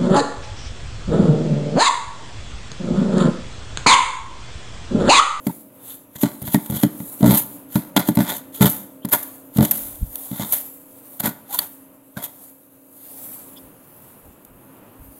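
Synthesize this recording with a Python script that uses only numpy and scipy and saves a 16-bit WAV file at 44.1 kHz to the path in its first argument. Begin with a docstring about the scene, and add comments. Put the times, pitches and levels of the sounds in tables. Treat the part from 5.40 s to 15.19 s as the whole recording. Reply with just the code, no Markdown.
"""From the start a plastic shovel chops and scrapes packed snow off outdoor steps, for about 7 s: blows ring
low scoop modes as thumps, grain noise under the edge crunches, rasps in blade modes and snaps, plastic squeaks.
All along nylon hiss swells with coat and loose snow, over filtered traffic noise and a hum of wavering sines.
From 4.5 s puffs of low noise touch the microphone. After the last stroke coat and sifting snow stay in front,
with one faint squeak and one faint tick. House fronts return a weak echo of the shovel."""
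import sys
import numpy as np
from scipy import signal
from scipy.fft import rfft, irfft, next_fast_len
from scipy.io import wavfile
from scipy.ndimage import uniform_filter1d, map_coordinates

SR = 44100
rng = np.random.default_rng(int(sys.argv[2]) if len(sys.argv) > 2 else 0)


def file_out(sig):
    """Save sig as 16-bit WAV at sys.argv[1]."""
    # one column per channel
    cols = np.atleast_2d(sig).T
    # limit, then scale
    lim = np.clip(cols, -1, 1)
    pcm = np.round(lim * 32767).astype(np.int16)
    wavfile.write(sys.argv[1], SR, pcm)


N = 431719

# Modes of scoop and shaft. Each row: frequency in Hz, relative level in dB, undamped t60 in s.
SCOOP_MODES = [(124.3, -14, 0.12), (174, -10.5, .18), (234.5, -11.5, 0.15), (263, -20.5, 0.18),
               (295, -13, 0.17), (397, -20.5, 0.095), (584, -17, 0.068), (702, -25.5, 0.037),
               (901, -25.5, 0.091), (1402, -31, 0.074), (2030, -36.5, 0.078)]
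# The blade cuts through snow and strikes the step once. Each row: blow in s, thump level in dB,
# clack level in dB, pitch factor of the push, crunch level in dB on the way in.
CHOPS = [(.066, -6.5, -27.5, 0.95, -42), (.755, -29.5, -42, .55, -50), (.8319, -1, -20.5, 1.05, -24),
         (1.076, -19.5, -33, .56, -29), (1.1434, 1, -17, 0.9, -21.5), (1.4329, 1.5, -18.5, 0.94, -25.5),
         (1.601, -17.5, -43.5, .76, -45), (1.806, -11.5, -41.5, 1.1, -38.5),
         (2.3545, -2.5, -23, 0.83, -29.5), (2.6862, -2, -24, 1, -25), (3.647, -12, -32, 0.97, -64),
         (3.733, -17, -23.5, 1.13, -42.5), (4.16, -13, -45, 0.79, -38.5), (5.801, -25, -40.5, 0.72, -44.5),
         (6.7684, -19.5, -37.5, 0.81, -52)]


def amp(db):
    """Decibels to gain."""
    return 10 ** (np.asarray(db) / 20)


def unit(x):
    """x at rms 1."""
    return x / np.sqrt(np.mean(x ** 2) + 1e-20)


def clock():
    """The time of every sample in s."""
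    return np.arange(N) / SR


def along(points, hz):
    """(Hz, value) points interpolated on a log frequency axis."""
    f, v = np.transpose(points)
    return np.interp(np.log(hz + 1), np.log(f), v)


def wobble(rate_hz):
    """A smooth random curve, rate_hz knots a second."""
    knots = rng.standard_normal(int(N * rate_hz / SR) + 4)
    steps = np.arange(8 * len(knots)) / 8
    return np.interp(clock() * rate_hz, steps, map_coordinates(knots, [steps]))


def filtered(x, response):
    """x times a response of frequency."""
    m = next_fast_len(N + SR // 2)
    return irfft(rfft(x, m) * response(np.fft.rfftfreq(m, 1 / SR)), m)[:N]


def coloured(x, spectrum):
    """x given a (Hz, dB) spectrum, at rms 1."""
    return unit(filtered(x, lambda hz: amp(along(spectrum, hz))))


def resonance(modes, f):
    """Complex response of each (Hz, width Hz, dB) mode, one row a mode."""
    centre, width, db = np.transpose(modes)[:, :, None]
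    return amp(db) * 1j * f * width / (centre ** 2 - f * f + 1j * f * width)


def resonate(x, modes):
    """x rings a set of modes; white noise keeps its power."""
    return filtered(x, lambda f: unit(np.abs(resonance(modes, f).sum(0))))


def grains(rate_hz, spread_db, bed):
    """Tiny fractures of uneven size at random times over a bed of friction noise; rms 1."""
    sizes = amp(spread_db * np.clip(rng.standard_normal(N), -2, 2)) * rng.choice([-1, 1], N)
    fractures = unit(sizes * (rng.random(N) < rate_hz / SR))
    return unit(fractures + bed * rng.standard_normal(N))


def patchy(x, depth_db):
    """x with a drifting colour: patches of random gain, some hundred Hz wide and a tenth of a second long."""
    z = signal.stft(x, nperseg=512)[2]
    field = uniform_filter1d(rng.standard_normal(z.shape), size=8, axis=0)
    field = uniform_filter1d(field, size=22, axis=1)
    return unit(signal.istft(z * amp(depth_db * unit(field)), nperseg=512)[1][:N])


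def add(track, s, sound):
    """Lay a sound into a track at time s."""
    part = track[max(round(s * SR), 0):][:len(sound)]
    part += sound[:len(part)]


def shovel(stick_db=2.0, flex_db=-6, mode_spread_db=3):
    """Snow crystals break in clumps under the edge; the same jolts ring the blade and flex the scoop."""
    # Spectrum of breaking snow. Each row: frequency in Hz, relative level in dB per Hz.
    crunch_spectrum = [(1500, -18), (3500, -13.5), (5300, -20.5), (6600, -10), (8800, -8.5), (9900, 0.5),
                       (11200, 0.5), (12200, 6.5), (13200, 4.5), (14200, 1.5), (15700, -7.5)]
    # Stiff modes of the blade. Each row: frequency in Hz, width in Hz, level in dB before tilt and scatter.
    blade_modes = [(413, 20, -4), (614, 41, 4), (704, 92, 5), (878, 63, 6), (960, 83, 2.5), (1128, 70, -1),
                   (1330, 60, -4), (1430, 100, 0), (1720, 80, -5), (1910, 90, -4.5), (2053, 37, -6),
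                   (3064, 95, -8), (3325, 154, -2.5), (3600, 140, -4.5), (3980, 93, -8), (4330, 53, -13),
                   (6830, 1600, -13.5)]
    snow, jolts, rasp = np.zeros((3, N))
    blows = knocks()
    stick_slip = amp(stick_db * wobble(200))
    crystals = stick_slip * coloured(grains(rate_hz=3600, spread_db=4.0, bed=0.55), crunch_spectrum)
    catches = stick_slip * grains(rate_hz=900, spread_db=4.0, bed=0.38)
    modes = resonance(blade_modes, np.fft.rfftfreq(SR // 2, 1 / SR))
    octaves = np.log2(np.transpose(blade_modes)[0])
    for s, force, crunch_gain, rasp_gain, tilt in edge_force(blows):
        drive = rasp_gain * pressed(force, catches, s)
        # the point of contact decides which modes answer; the tilt of each contact favours high or low ones
        scatter_db = mode_spread_db * rng.standard_normal(len(blade_modes))
        body = amp(tilt * octaves + scatter_db) @ modes
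        body /= np.sqrt(np.mean(np.abs(body) ** 2))
        add(rasp, s, irfft(rfft(drive) * body))
        add(jolts, s, drive * amp(-2 * max(tilt, 0)))
        add(snow, s, crunch_gain * pressed(force, crystals, s))
    flex = resonate(jolts, [(hz, 30, db) for hz, db, _ in SCOOP_MODES])
    return snow + rasp + amp(flex_db) * flex + thumps(blows)


def knocks(slip_loss_db=1.26, slip_scatter_db=1.36, slip_scatter_s=0.00131):
    """All blows in time order (s, thump dB, clack dB, pitch): one a chop, an uneven fading train a judder."""
    # The edge catches and stutters over the step. Each row: start in s, number of slips, gap between slips in s,
    # thump and clack levels in dB before scatter and loss per slip, pitch factor of the push.
    judders = [(1.018, 2, 0.021, -22, -51.5, 0.56), (1.2975, 4, .022, -13, -43, 0.67),
               (1.8272, 8, 0.016, 2.5, -27.5, 0.79), (2.563, 2, 0.012, -4, -15, 1),
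               (2.7707, 3, .017, -2, -25, .85), (3.2079, 4, 0.017, -1, -25.5, 0.78),
               (4.1838, 3, .0205, -0.5, -25.5, 0.72), (4.912, 2, 0.017, -18.5, -47.5, 0.84),
               (4.995, 3, 0.018, -16, -39.5, 0.8), (5.838, 3, .0178, -14.5, -38.5, 0.82)]
    blows = [(s, thump_db, clack_db, pitch) for s, thump_db, clack_db, pitch, _ in CHOPS]
    for s, slips, gap_s, thump_db, clack_db, pitch in judders:
        for k, (late, size) in enumerate(rng.standard_normal((round(slips), 2))):
            db = slip_scatter_db * size - slip_loss_db * k
            slip_s = s + k * gap_s + slip_scatter_s * late * (k > 0)
            blows.append((slip_s, thump_db + db, clack_db + db, pitch))
    return sorted(blows)


def thumps(blows, push_hz=225, push_delay_s=0.0038, push_cycles=0.64, ring_db=0, build_s=0.0032,
           choke_t60_s=0.039, settle_s=0.042, lowest_hz=66):
    """A blow shoves the scoop once and rings its low modes until snow or the next contact damps them."""
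    out, t = np.zeros(N), np.arange(SR // 4) / SR
    hz, level_db, t60 = np.transpose(SCOOP_MODES)[:, :, None]
    gaps_s = np.diff([row[0] for row in blows], append=N / SR)
    for (s, db, _, pitch), gap_s in zip(blows, gaps_s):
        # the snow load differs every time
        size, detune = rng.standard_normal((2, len(SCOOP_MODES), 1))
        cycles = push_hz * pitch * (t - push_delay_s)
        push = np.cos(2 * np.pi * cycles) * np.exp(-(cycles / push_cycles) ** 2)
        push *= 1 - np.exp(-t / 0.00029)
        decay = amp(level_db + 2 * size - 60 * t / t60)
        ring = decay * np.sin(2 * np.pi * hz * (1 + detune / 50) * t)
        choke = amp(-60 * np.maximum(t - min(gap_s, settle_s), 0) / choke_t60_s)
        free = (1 - np.exp(-t / build_s)) * choke
        add(out, s, amp(db) * (push + amp(ring_db) * free * ring.sum(0)))
    # so small a scoop radiates no deep bass
    return signal.sosfilt(signal.butter(2, lowest_hz, "high", fs=SR, output="sos"), out)


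def strokes(entry_rise_s=0.047, entry_fall_s=0.03, entry_rasp_db=-11.5, entry_tilt=6.1):
    """The scrapes, and the short crunch that leads into each chop (its rasp relative to crunch)."""
    # Pushes of the edge through snow. Each row: peak in s, rise in s, fall in s (both to -20 dB),
    # crunch level in dB, rasp level in dB, rasp tilt in dB per octave.
    scrapes = [(.51, .11, .09, -41, -46, 8.5), (1.362, .063, 0.067, -26, -34.5, 3),
               (1.865, .03, 0.05, -29.5, -30, 2), (1.912, .025, .025, -22.5, -29, 2.5),
               (1.957, .08, .056, -21, -27.5, 1), (1.984, .048, .049, -14, -44, 3),
               (2.375, .04, 0.16, -36, -47, -2.5), (2.596, .014, 0.025, -22, -27.5, 0),
               (2.81, .04, 0.03, -30, -30.5, -2), (2.894, .044, 0.078, -25, -26, 0.5),
               (2.97, .065, 0.036, -30.5, -40.5, 11.5), (3.154, .025, 0.081, -31, -40.5, 6.5),
               (3.225, .014, 0.025, -12, -15.5, 3), (3.266, .012, .03, -17, -21.5, 2),
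               (3.305, .03, 0.11, -21.5, -46.5, 17), (3.731, .011, 0.031, -6.5, -19, 1.5),
               (3.79, .05, 0.052, -32, -43, -2.5), (4.252, .07, .06, -25, -35, 3.5),
               (4.335, .04, .28, -26, -43.5, 3), (5.02, .095, 0.064, -32.5, -31.5, 1.5),
               (5.133, .025, .11, -17.5, -36, 3), (5.863, .036, 0.038, -18, -23, -1),
               (6.144, .05, 0.085, -23.5, -32.5, 6.5), (6.229, .087, 0.047, -31, -39, 1),
               (6.774, 0.0064, .13, -39, -37.5, -2), (6.842, .022, .034, -23.5, -36, 7.5)]
    entries = [(s, entry_rise_s, entry_fall_s, db, db + entry_rasp_db, entry_tilt) for s, *_, db in CHOPS]
    return [*scrapes, *entries]


def edge_force(blows, shape=0.98, clack_t60_s=0.012, rattle_db=-20, rattle_t60_s=0.3, snap_t60_s=0.011,
               clack_tilt=-1, crack_tilt=4):
    """Every contact of the edge: (start s, force over time, crunch gain, rasp gain, tilt dB per octave)."""
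    # The icy crust snaps. Each row: start in s, length before the fade in s, crunch level in dB, rasp level in dB.
    cracks = [(0.071, .004, -29, -43.5), (0.759, .0075, -38, -39), (.812, .005, -27, -44),
              (1.0173, 0.011, -32.5, -51), (1.26, 0.0054, -32, -40), (1.298, .013, -31, -46.5),
              (1.947, 0.00066, -11.5, -27), (2.5633, 0.0074, -23.5, -17.5), (2.7517, 0.0074, -26.5, -50),
              (3.256, .004, -17.5, -21), (3.651, .004, -26.5, -40.5), (3.687, 0.012, -33, -46),
              (3.827, 0.01, -28, -51.5), (4.17, 0.0052, -25, -34), (4.228, .003, -24.5, -35),
              (4.249, .005, -21.5, -29.5), (4.3106, .006, -8, -36), (4.756, .002, -18.5, -42),
              (5.1237, 0.0024, -11, -44), (5.137, .003, -14.5, -36), (5.7975, 0.0097, -21, -32.5),
              (6.1885, 0.0028, -9.5, -24.5), (9.049, .003, -38.5, -67)]
    t, contacts = np.arange(SR // 2) / SR, []
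    for s, rise_s, fall_s, crunch_db, rasp_db, tilt in strokes():
        lead_s = min(s, 0.15)
        stroke = amp(-20 * np.abs((t - lead_s) / np.where(t < lead_s, rise_s, fall_s)) ** shape)
        contacts.append((s - lead_s, stroke, amp(crunch_db), amp(rasp_db), tilt))
    attack = 1 - np.exp(-t / 0.0003)
    for s, length_s, crunch_db, rasp_db in cracks:
        snap = attack * amp(-60 * np.maximum(t - length_s, 0) / snap_t60_s)
        contacts.append((s, snap, amp(crunch_db), amp(rasp_db), crack_tilt))
    # a blow is a hard clack, then a weak rattle of loose snow on the blade
    rattle = amp(rattle_db - 60 * t / rattle_t60_s)
    clack = attack * (2.6 * amp(-60 * t / clack_t60_s) + rattle)
    for s, _, clack_db, _ in blows:
        contacts.append((s + 0.0013, clack, amp(clack_db - 6.5), amp(clack_db), clack_tilt))
    return contacts


def pressed(force, texture, s):
    """The texture from time s on under a force; the force alone sets the energy."""
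    drive = force * np.resize(texture[max(round(s * SR), 0):][:len(force)], len(force))
    return drive * np.sqrt(np.sum(force ** 2) / np.sum(drive ** 2))


def squeaks(relative_width=0.11):
    """Plastic catches on ice and one resonance stands out: short unsteady squeaks or hollow rings."""
    # Each row: peak in s, half length in s, frequency in Hz, rms level at the peak in dB.
    squeak_tones = [(.073, .0053, 890, -30), (1.155, 0.0098, 1890, -27.5), (1.845, 0.018, 676, -20),
                    (1.962, .028, 894, -30.5), (2.571, 0.0054, 3270, -18.5), (2.9, .015, 3480, -30),
                    (3.237, 0.027, 409, -21), (3.637, 0.015, 3190, -53), (3.742, .016, 946, -22.5),
                    (6.117, 0.021, 805, -39), (6.148, 0.012, 970, -31.5), (6.1902, 0.0018, 3600, -17),
                    (6.193, .0017, 4390, -16), (6.775, 0.0073, 1460, -34), (8.174, .012, 3340, -46),
                    (8.18, .008, 5000, -52)]
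    out = np.zeros(N)
    t = np.arange(-SR // 10, SR // 10) / SR
    for s, half_s, hz, db in squeak_tones:
        width_hz = relative_width * hz
        # uneven slips make the phase wander, which widens the tone
        wander = np.cumsum(rng.standard_normal(len(t))) * np.sqrt(2 * np.pi * width_hz / SR)
        phase = 2 * np.pi * hz * t + uniform_filter1d(wander, int(SR / width_hz / 2) + 1)
        envelope = np.sqrt(2) * np.exp(-(t / half_s) ** 2)
        add(out, s + t[0], amp(db) * envelope * np.sin(phase))
    return out


def houses(x, onset_s=0.016):
    """House fronts return a weak echo: x convolved with noise that fades at its own rate in each band."""
    # Colour of the echo. Each row: frequency in Hz, relative level in dB.
    echo_colour = [(80, -7.5), (180, -5), (280, 0.5), (400, 4.5), (600, 1), (1000, 5), (2200, 6.5),
                   (4000, 1), (12000, 2)]
    # Fade of the echo. 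Each row: frequency in Hz, t60 in s.
    echo_t60 = [(150, 0.78), (500, 0.82), (2000, 0.48), (12000, 0.58)]
    hz, t, z = signal.stft(rng.standard_normal(SR), SR, nperseg=256)
    fade = amp(-60 * t / along(echo_t60, hz)[:, None]) * (1 - np.exp(-t / onset_s))
    tail = signal.istft(z * fade, SR, nperseg=256)[1]
    echo = signal.fftconvolve(x, tail / np.linalg.norm(tail))[:N]
    return filtered(echo, lambda f: amp(along(echo_colour, f)))


def swell(s, rise_s, fall_s, db, shape=1.42):
    """A gain that peaks at time s, 20 dB down one rise earlier and one fall later; shape 1 pointed, 2 rounded."""
    t = clock() - s
    return amp(db - 20 * np.abs(t / np.where(t < 0, rise_s, fall_s)) ** shape)


def swish(flutter_db=1.04, sift_db=-54):
    """Nylon sleeves rub and powder snow sifts: a fine, bright hiss swells over a steady floor of sift_db."""
    # Movements of the coat and slides of loose snow. 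Each row: peak in s, rise in s, fall in s, level in dB.
    movements = [(.1, 0.12, .2, -39), (.51, 0.15, .13, -35.5), (.92, 0.13, .25, -39.5),
                 (1.25, .15, .2, -38.5), (1.7, .33, .4, -35), (2.1, 0.12, .2, -41), (2.82, 0.11, .13, -35),
                 (3.35, .15, .15, -35.5), (3.84, .1, .27, -37.5), (4.38, .13, .3, -31),
                 (4.8, 0.18, .3, -34.5), (5.1, 0.52, .35, -32.5), (5.75, 0.56, .27, -42.5),
                 (6.25, .15, .25, -42), (7.04, 0.32, .16, -41.5), (7.8, 0.35, .6, -35.5),
                 (8.62, 0.35, .45, -46), (9.79, 0.38, .2, -47)]
    # Spectrum of the hiss. Each row: frequency in Hz, relative level in dB per Hz.
    nylon_spectrum = [(200, -18.5), (700, -8), (1500, -19), (2600, -21.5), (3700, -19.5), (5200, -23.5),
                      (7000, -14.5), (9000, -9), (10500, -4), (12600, 0.5), (14200, -4), (15700, -6)]
    level = np.sqrt(amp(sift_db) ** 2 + sum(swell(*row) ** 2 for row in movements))
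    rubbing = coloured(grains(rate_hz=4900, spread_db=12, bed=1.8), nylon_spectrum)
    return level * amp(flutter_db * wobble(45)) * patchy(rubbing, depth_db=1.94)


def wind():
    """Brief eddies rumble on the microphone: low noise in Gaussian puffs."""
    # Each row: peak in s, width in s, level in dB.
    puffs = [(4.5, 0.11, -49), (4.627, 0.013, -18.5), (4.66, 0.061, -40), (8.26, 0.023, -47.5),
             (8.88, 0.051, -51), (9.14, 0.062, -52), (9.615, 0.021, -37), (9.68, 0.05, -49)]
    # Spectrum of the rumble. Each row: frequency in Hz, relative level in dB per Hz.
    rumble_spectrum = [(15, -20), (45, 4.5), (90, 0.5), (160, -11), (300, -34), (1000, -76)]
    t = clock()
    gusts = sum(amp(db) * np.exp(-((t - s) / width_s) ** 2) for s, width_s, db in puffs)
    return gusts * coloured(rng.standard_normal(N), rumble_spectrum)


def street(drift_db=2, waver_hz=1.5, waver_db=2):
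    """Far traffic as drifting filtered noise, with a machine's hum of sines wavering in pitch and level."""
    # Spectrum of traffic. Each row: frequency in Hz, relative level in dB per Hz.
    traffic_spectrum = [(20, -12), (45, -26.5), (70, -15.5), (110, 0), (160, -2.5), (270, -0.5), (380, -6),
                        (580, -5.5), (720, -11), (950, -9), (1400, -15), (2100, -22.5), (2700, -21),
                        (4200, -34), (16000, -50.5)]
    # Tones of the hum. Each row: mean frequency in Hz, relative level in dB.
    hum_tones = [(269, 0.5), (297, -4.5), (355, -13), (480, -11.5), (520, -9.5), (575, -12.5), (624, -10)]
    # Level curves, traffic before drift. Each row: time in s, level in dB.
    traffic_level = [(0, -57), (1, -52), (6.6, -54.5), (7.45, -59.5), (7.85, -50), (8.6, -49), (9.79, -52)]
    hum_level = [(0, -46.5), (.7, -54), (3.3, -45), (7.4, -54.5), (8.2, -49), (8.6, -61.5), (9.79, -52)]
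    traffic_db = np.interp(clock(), *np.transpose(traffic_level))
    hum_db = np.interp(clock(), *np.transpose(hum_level))
    traffic_gain = amp(traffic_db + drift_db * wobble(4.6))
    traffic = traffic_gain * coloured(rng.standard_normal(N), traffic_spectrum)
    hum = np.zeros(N)
    for hz, db in hum_tones:
        gain = amp(db + waver_db * wobble(13))
        phase = 2 * np.pi * np.cumsum(hz + waver_hz * wobble(9.7)) / SR
        hum += gain * np.sin(phase)
    return traffic + amp(hum_db) * unit(hum)


def scene():
    """The shovel and its echo over coat, street and wind."""
    work = shovel()
    echo = amp(-20.5) * houses(work)
    return (work + echo + squeaks() + swish() + street() + wind())[None]


def record(dry, top=0.73, top_hz=15800):
    """Rounds off the loudest peaks towards top and keeps nothing from top_hz up."""
    held = dry[0] / (1 + np.abs(dry[0] / top) ** 6) ** (1 / 6)
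    return filtered(held, lambda hz: hz < top_hz)[None]


dry = scene()
out = record(dry)
file_out(out)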